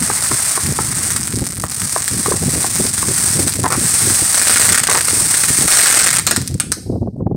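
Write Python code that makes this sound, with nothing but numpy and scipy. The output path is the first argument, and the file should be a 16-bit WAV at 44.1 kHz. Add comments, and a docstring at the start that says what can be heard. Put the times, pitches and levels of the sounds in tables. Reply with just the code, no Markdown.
"""A firework cake empties itself in an open field at night, close to a small microphone.
Tubes thump as pressure pulses ring them, comet tails sizzle with random sparks, and stars crack as
short noise bursts, singly and in salvos; each comes back from the ground and echoes over the field.
Wind rumbles and slaps at the microphone as shaped noise. Its port rings near 8.5 kHz in the sparks
and cracks, and it overloads on loud cracks."""
import sys
import numpy as np
from scipy import signal
from scipy.fft import rfft, irfft
from scipy.io import wavfile
from scipy.ndimage import uniform_filter1d

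SR = 44100
rng = np.random.default_rng(int(sys.argv[2]) if len(sys.argv) > 2 else 0)


def unload_audio(sound):
    """Save the sound as a 16-bit wav file, at the path given as the first command line argument."""
    columns = np.transpose(np.atleast_2d(sound))
    # keep every value between -1 and 1, then stretch to whole-number steps
    steps = np.round(np.clip(columns, -1, 1) * 32767)
    wavfile.write(sys.argv[1], SR, steps.astype(np.int16))


N = 324576

# Tubes firing, singly or in a rippling volley, and the comets they throw.
# Each row: start in seconds, thump peak in dB before the trim in launches(), tube pitch in Hz,
# length of the ripple in seconds, sizzle in dB, time from launch to fading in seconds.
LAUNCHES = [(0.1, -8, 1013, 0, -17, .4), (0.315, -8.5, 1160, 0, -18.5, 0.352),
            (0.576, -10.5, 1064, 0, -22, 0.28), (0.789, -5.5, 1058, 0, -16.5, 0.286),
            (1.638, -8.5, 1007, 0, -19, 0.307), (1.962, -4.5, 933, 0, -17.5, 0.326),
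            (2.26, -7.5, 1110, 0, -25.5, .4), (2.321, -8.5, 984, 0, -18.5, .42),
            (2.644, -10.5, 905, 0, -17.5, 0.566), (3.028, -11, 1096, 0, -16, 0.3915),
            (3.642, -7, 960, .028, -15, 0.617), (3.704, -12, 1152, .056, -15.5, 0.964),
            (4.888, -7.5, 1060, .028, -17, .7), (4.945, -11.5, 1095, .038, -16, 0.967),
            (5.083, -10.5, 1470, 0, -20.5, 0.4926)]
# Colour of small sparks at the microphone, port ring included.
# Each row: frequency in Hz, relative level in dB per Hz.
SPARK_COLOUR = [(150, -32.5), (600, -18.5), (1200, -14), (1950, -12.5), (3100, -20), (4900, -10.5),
                (7200, -9), (8550, 2), (9500, -5), (10400, -10), (11900, -19), (14000, -17), (16000, -22)]
GROUND_ECHO_MS = (3.6, 6.3)  # for the lowest and the highest stars


def gain_of(db):
    """Decibels to amplitude."""
    return 10 ** (np.asarray(db) / 20)


def evened(x):
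    """Scales to rms 1."""
    return x / np.sqrt(np.mean(x ** 2) + 1e-20)


def read(points, hz):
    """A spectrum's value at hz, interpolated on a log-frequency axis."""
    f, value = np.transpose(points)
    return np.interp(np.log(hz + 1e-3), np.log(f), value)


def add(mix, s, sound):
    """Mixes a sound in at time s."""
    part = mix[max(round(s * SR), 0):][:len(sound)]
    part += sound[:len(part)]


def ring(colour, unit_hz=1, size=1024):
    """Causal (minimum-phase) impulse response of energy 1 with the given spectrum."""
    hz = abs(np.fft.fftfreq(size, 1 / SR))
    log_gain = np.log(gain_of(read(colour, hz / unit_hz)))
    spectrum = np.exp(np.conj(signal.hilbert(log_gain)))
    response = np.fft.ifft(spectrum).real[:size // 2]
    return response / np.linalg.norm(response)


def noise(colour, swell):
    """Noise of rms 1 that swells and sinks, with the given spectrum."""
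    shape = gain_of(read(colour, np.fft.rfftfreq(N, 1 / SR)))
    spectrum = rfft(rng.standard_normal(N) * swell)
    return evened(irfft(spectrum * shape, N))


def wander(hz):
    """Random drift of rms 1, strongest a little below hz and dying out above it."""
    f = np.fft.rfftfreq(N, 1 / SR)
    band = f / hz * np.exp(-(f / hz) ** 2)
    return evened(irfft(rfft(rng.standard_normal(N)) * band, N))


def burst(response, decay_s, size=512):
    """A sudden, dying puff of noise through a response; energy 1."""
    puff = rng.standard_normal(size) * np.exp(-np.arange(size) / SR / decay_s)
    sound = np.convolve(puff, response)
    return sound / np.linalg.norm(sound)


def tubes(count=12):
    """Rows (s, peak dB, pitch Hz) of every tube: in a volley the fuse runs on from one to the next."""
    fuse_s, fuse_slip_s = .008, .003
    spread_db, detune = 3.5, 0.092  # from tube to tube within a volley
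    rows = []
    for s, db, hz, ripple_s, _, _ in LAUNCHES:
        rows.append((s, db, hz))
        for k, (slip, size, tone) in enumerate(rng.uniform(-1.01, 1, (count, 3)), 1):
            if k * fuse_s < ripple_s:
                fired_s = s + k * fuse_s + slip * fuse_slip_s
                rows.append((fired_s, db + size * spread_db, hz * (1 + tone * detune)))
    return rows


def launches(level_db=2, blast_s=0.000227, ground_s=0.002109, ground_db=-1,
             scatter_db=-25, scatter_s=0.023, size=4096):
    """The lift charge's pressure pulse rings its cardboard tube; the ground returns and scatters it."""
    # The thump of a tube. Each row: multiple of its pitch, relative level in dB per Hz.
    tube_colour = [(.08, -18), (.35, -1.5), (.6, -8.5), (1, 3.5), (1.3, -4), (1.9, -6), (2.6, -23),
                   (8, -43)]
    out, t = np.zeros(N), np.arange(size) / SR
    pulse = (1 - t / blast_s) * np.exp(-t / blast_s)
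    for s, db, hz in tubes():
        scatter = gain_of(scatter_db) * np.exp(-t / scatter_s) * rng.standard_normal(size)
        blast = pulse + scatter
        add(blast, ground_s * rng.uniform(0.719, 1.3944), gain_of(ground_db) * pulse)
        thump = signal.fftconvolve(blast, ring(tube_colour, hz))
        add(out, s, gain_of(db + level_db) * thump / abs(thump).max())
    return out


def cracks(rows, echo_db=-4, shortest_s=.00004, growth_s=0.00129, longest_s=0.0008, full_size=0.655):
    """Each star bursts with a shock, longer and deeper the bigger it is; the ground returns it later."""
    # Colour of a big crack, port ring included. Each row: frequency in Hz, relative level in dB per Hz.
    crack_colour = [(100, -25.5), (500, -13.5), (1000, -14), (1500, -5.5), (2000, -6.5), (3100, -16.5),
                    (4300, -10.5), (7200, -8.5), (8500, 2.5), (9500, -7), (11500, -21), (14000, -22.5),
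                    (16000, -29)]
    level_span_s = .0025  # a row's level is the direct burst's rms over this time
    out, thin, full = np.zeros(N), ring(SPARK_COLOUR), ring(crack_colour)
    for s, db, echo_ms in rows:
        depth = min(gain_of(db) / full_size, 1) ** 2
        response = depth * full + (1 - depth) * thin
        direct, echo = (0, gain_of(db)), (echo_ms / 1000, gain_of(db + echo_db))
        for delay_s, size in (direct, echo):
            decay_s = min(shortest_s + growth_s * size, longest_s)
            add(out, s + delay_s, size * np.sqrt(level_span_s * SR) * burst(response, decay_s))
    return out


def single_stars():
    """Cracks of the single stars that stand out."""
    # Each row: start in seconds, level in dB, delay of the ground echo in ms.
    stars = [(0.6625, -9, 4.9), (1.1049, -9, 4.8), (1.1629, -8, 4.33), (1.2321, -12.5, 5.3),
             (1.273, -10.5, 5.36), (1.3569, -14, 5.4), (1.3877, -16.5, 5.9), (1.4407, -23, 5.4),
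             (1.4672, -14, 5.3), (1.6398, -20.5, 6.9), (1.6983, -18.5, 5.5), (1.7214, -19, 3.92),
             (1.7466, -16, 6.6), (2.0218, -11, 4.8), (2.0793, -7.5, 4.7), (2.7568, -10, 5.74),
             (3.4759, -4, 4.8), (3.7239, -6, 5.7), (4.7949, -1.5, 5.8), (4.8351, -0.5, 3.79),
             (4.8707, 0.5, 4.8), (4.9265, -3, 6.3), (5.009, -4, 4.52), (5.0832, -4, 3.1),
             (5.3415, -2.5, 5.3), (5.6789, 1.5, 5.0), (6.1045, 0, 6.63), (6.1293, -0.5, 3.3),
             (6.2668, 6, 6.1), (6.3106, 3.5, 3.98), (6.3622, -0.5, 6.3), (6.4163, -18, 6.13),
             (6.4765, -13.5, 3.6), (6.543, -23.5, 3.27), (6.5998, .5, 4.72), (6.7187, -1, 4.31)]
    return cracks(stars)


def salvos(spread_db=4, disorder=1.6, count=96):
    """Rows of cracks: a swarm's stars go off one after another, unevenly and at all heights."""
    # Swarms of crackling stars, faint or loud.
    # Each row: start in seconds, length in seconds, cracks per second, middle level in dB.
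    swarms = [(1.3, .43, 115, -23), (3.521, .2, 70, -17), (4.339, 0.1174, 81.6, -6.5),
              (4.46, .33, 109.1, -3.5), (4.884, .115, 95, -5.5), (5.429, .2, 36, -6), (5.696, .39, 116, -3),
              (6.139, 0.0561, 116, -4)]
    rows = []
    for s, length_s, per_s, db in swarms:
        slip, size, height = rng.random((count, 3)).T
        after_s = (np.arange(count) + disorder * slip) / per_s
        levels = db + spread_db * (2 * size - 1)
        echo_ms = np.interp(height, [0, 1], GROUND_ECHO_MS)
        swarm = np.column_stack([s + after_s, levels, echo_ms])
        rows.extend(swarm[after_s < length_s])
    return rows


def comets(until_s=np.inf):
    """Power of the sizzle: each launch lights a comet that flares, burns and fades as it climbs away."""
    ignite_s, flare_s, fade_db_per_s = .05, .18, 47
    t, power = np.arange(N) / SR, np.zeros(N)
    burning = [(-.3, -16, 0.48)]  # already in the air: start s, sizzle dB, time to fading s
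    burning += [(s, db, burn_s) for s, _, _, _, db, burn_s in LAUNCHES if s < until_s]
    for s, db, burn_s in burning:
        flare = np.clip((t - s - ignite_s) / flare_s, 0, 1)
        fade_db = fade_db_per_s * np.maximum(t - s - burn_s, 0)
        power += flare * gain_of(db - fade_db) ** 2
    return power


def sizzle(power, per_s=14000, crowding=.5, spread_db=4.0, clump_db=3.0, echo_db=-5, count=24):
    """Tiny sparks of very unequal size: single ticks when few stars burn, a hiss when many do."""
    clumps = gain_of(clump_db * wander(45))
    rate = per_s * (power + 1e-9) ** crowding * clumps + 60  # sparks per second
    size = evened(gain_of(spread_db * np.minimum(rng.exponential(1, N), 4.5)))
    sparks = (rng.random(N) < rate / SR) * size * rng.choice([-1, 1], N)
    # the level follows the comets' power, however many sparks share it
    sparks = sparks * np.sqrt(power * SR / uniform_filter1d(rate, 4001))
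    height, out = rng.integers(0, count, N), sparks.copy()
    for k, delay_s in enumerate(np.linspace(.0034, .0064, count)):  # higher sparks have later ground echoes
        add(out, delay_s + rng.uniform(0, .0001), gain_of(echo_db) * sparks * (height == k))
    coloured = signal.oaconvolve(out, ring(SPARK_COLOUR))[:N]
    return coloured / np.hypot(1, gain_of(echo_db))


def flames():
    """The first comets burn white, with a flame whose fluttering rush lies beneath the sizzle."""
    # Each row: frequency in Hz, relative level in dB per Hz.
    flame_colour = [(200, -20), (700, -4.5), (1400, 1), (2000, 0.5), (2900, -13), (6000, -27.5)]
    white_until_s, level_db = 1.5, -17.5  # level against the sizzle
    flutter_db, flutter_hz = 4, 45
    flutter = gain_of(flutter_db * wander(flutter_hz))
    return gain_of(level_db) * np.sqrt(comets(white_until_s)) * noise(flame_colour, flutter)


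def pops(power, spread_db=3):
    """Rows of small cracks at random moments, a little louder than the comets that shed them."""
    pops_per_s, over_db = 7, 4.5  # how far they stand above the sizzle, on average
    at = np.flatnonzero(rng.random(N) < pops_per_s / SR)
    size, height = rng.random((2, N))[:, at]
    sizzle_db = 10 * np.log10(power[at] + 1e-12)
    levels = sizzle_db + over_db + spread_db * (2 * size - 1)
    return np.column_stack([at / SR, levels, np.interp(height, [0, 1], GROUND_ECHO_MS)])


def field_echo(near_db=9, near_s=0.0174, start_s=0.0018):
    """Scatter from grass close by, then a long faint echo whose bass dies first."""
    # Each row: frequency in Hz, time to fall by 60 dB in seconds.
    field_t60 = [(200, 0.04), (1500, 0.384), (4500, 0.69), (8500, .5), (14000, 0.65)]
    # Each row: frequency in Hz, echo in dB before the near scatter and the mix level.
    field_colour = [(300, -15), (1800, -13), (3200, -11), (5000, -11.5), (8500, -16), (13000, -12.5)]
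    hz, t, z = signal.stft(rng.standard_normal(SR), SR, nperseg=256)
    t60 = read(field_t60, hz)[:, None]
    even_energy = np.sqrt(2 * np.log(1000) / (t60 * SR))  # a long decay gets no extra energy
    fade = gain_of(-60 * t / t60) * even_energy
    colour = gain_of(read(field_colour, hz))[:, None]
    tail = signal.istft(z * fade * colour, SR)[1]
    t = np.arange(len(tail)) / SR
    return tail * (t > start_s) * (1 + gain_of(near_db) * np.exp(-t / near_s))


def field(x, count=6):
    """Stars burst all over the sky, so from moment to moment the echo takes another path."""
    place = np.arange(N) / SR * 130  # paths passed, at 130 per second
    out = np.zeros(N)
    for k in range(count):
        distance = np.minimum(abs((place - k) % count - count / 2), 1)
        share = np.cos(np.pi / 2 * distance)  # neighbouring paths crossfade at equal power
        out += signal.fftconvolve(x * share, field_echo())[:N]
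    return out


def airflow():
    """Amplitudes of the rumble and of the small eddies: a breeze with puffs on top."""
    # The breeze between gusts. Each row: time in seconds, rumble in dB.
    breeze = [(0, -33), (.55, -35), (.8, -26.5), (1.3, -28), (1.75, -35.5), (2.05, -36), (2.3, -29),
              (3.75, -27), (4.4, -35), (4.8, -30), (5.3, -32), (5.95, -37), (6.3, -26.5), (6.8, -33),
              (7.36, -26.5)]
    # Separate puffs at the microphone. Each row: start in seconds, length in seconds,
    # rumble in dB, small eddies in dB before the trim in wind().
    gusts = [(0, 0.051, -21, -42), (.09, 0.0398, -23.5, -27), (0.301, 0.049, -23.5, -26),
             (.64, 0.0928, -18, -29), (1.332, 0.112, -19.5, -28.5), (1.548, 0.12, -28, -37.5),
             (1.819, .05, -23, -33.5), (2.108, 0.107, -22.5, -31.5), (2.26, .12, -24, -22),
             (2.409, 0.0933, -18, -23), (2.538, 0.0686, -20, -21), (2.79, 0.0783, -26.5, -24.5),
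             (3.051, 0.081, -24, -23), (3.353, 0.1254, -22, -22), (3.563, 0.116, -23, -25.5),
             (3.763, 0.095, -23, -26.5), (4.022, 0.115, -26, -25.5), (4.2, 0.0411, -26.5, -29),
             (4.68, 0.0725, -25, -27.5), (5.11, 0.1656, -26, -32), (5.478, 0.0477, -23.5, -30),
             (5.579, 0.0893, -22, -26.5), (6.373, 0.0647, -19, -32.5), (6.502, 0.0552, -18, -29),
             (6.665, 0.0525, -22.5, -31.5), (6.777, 0.0164, -30, -23), (6.861, 0.1307, -20, -23),
             (7.006, 0.084, -21, -24.5), (7.167, 0.203, -22.5, -27)]
    breeze_eddy_db = -9.5  # against the rumble, before the same trim
    edge_s = 0.0211  # a puff rises and falls within this time
    t = np.arange(N) / SR
    breeze_s, breeze_db = np.transpose(breeze)
    rumble = gain_of(np.interp(t, breeze_s, breeze_db)) ** 2
    eddies = rumble * gain_of(breeze_eddy_db) ** 2
    for s, length_s, rumble_db, eddy_db in gusts:
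        inside_s = np.minimum(t - s, s + length_s - t)
        puff = np.clip(inside_s / edge_s + .5, 0, 1) ** 2
        rumble = rumble + puff * gain_of(rumble_db) ** 2
        eddies = eddies + puff * gain_of(eddy_db) ** 2
    return np.sqrt(rumble), np.sqrt(eddies)


def wind(eddy_db=-2.5, rumble_lump_db=2.5, eddy_lump_db=6.0, lump_hz=38):
    """Turbulence at the port: each lump of air swells the rumble, and the small eddies even more."""
    # Each row of both: frequency in Hz, relative level in dB per Hz.
    wind_colour = [(15, -27.5), (38, -19), (65, -4), (100, 2), (160, -0.5), (250, -6), (380, -18.5),
                   (600, -39), (1200, -73)]
    eddy_colour = [(80, -26.5), (200, -2.5), (330, 3.5), (550, -7.5), (800, -16.5), (1100, -34),
                   (1600, -57), (3000, -70)]
    rumble, eddies = airflow()
    lumps = np.clip(wander(lump_hz), -2, 2)
    low = noise(wind_colour, gain_of(rumble_lump_db * lumps))
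    high = noise(eddy_colour, gain_of(eddy_lump_db * lumps))
    return rumble * low + gain_of(eddy_db) * eddies * high


def buffets(level_db=1, length_s=0.00511, size=2048):
    """A sharp eddy swells and bursts on the port within a few hundredths of a second."""
    # The hardest slaps of wind. Each row: start in seconds, peak in dB before level_db is added.
    slaps = [(1.419, -17.5), (2.311, -9.5), (2.797, -10), (2.849, -13.5), (3.387, -10.5), (3.585, -14.5),
             (6.934, -14.5), (6.955, -14), (7.024, -10), (7.071, -16.5), (7.204, -17), (7.264, -11.5),
             (7.31, -9.5), (7.344, -13.5)]
    # Each row: frequency in Hz, relative level in dB per Hz.
    buffet_colour = [(40, -19), (150, -0.5), (350, 1.5), (600, -7.5), (850, -16), (1200, -35), (1700, -54),
                     (3000, -78.5)]
    out, t, response = np.zeros(N), np.arange(size) / SR, ring(buffet_colour)
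    swell = t * np.exp(-(t / length_s) ** 1.34)
    for s, db in slaps:
        slap = signal.fftconvolve(swell * rng.standard_normal(size), response)
        add(out, s, gain_of(db + level_db) * slap / abs(slap).max())
    return out


def scene():
    """Firework, its echo over the field, and the wind."""
    power = comets()
    stars = single_stars() + cracks(salvos()) + cracks(pops(power))
    firework = launches() + stars + sizzle(power) + flames()
    gusts = wind() + buffets()
    return (firework + gain_of(-3.0) * field(firework) + gusts)[None]


def record(dry, ceiling=.57):
    """The microphone overloads with a firm knee; then the band ends at 15.9 kHz."""
    clipped = dry / (1 + (dry / ceiling) ** 6) ** (1 / 6)
    low_pass = signal.firwin(511, 15900, window=("kaiser", 9), fs=SR)
    return signal.oaconvolve(clipped, low_pass[None], "same")


dry = scene()
out = record(dry)
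unload_audio(out)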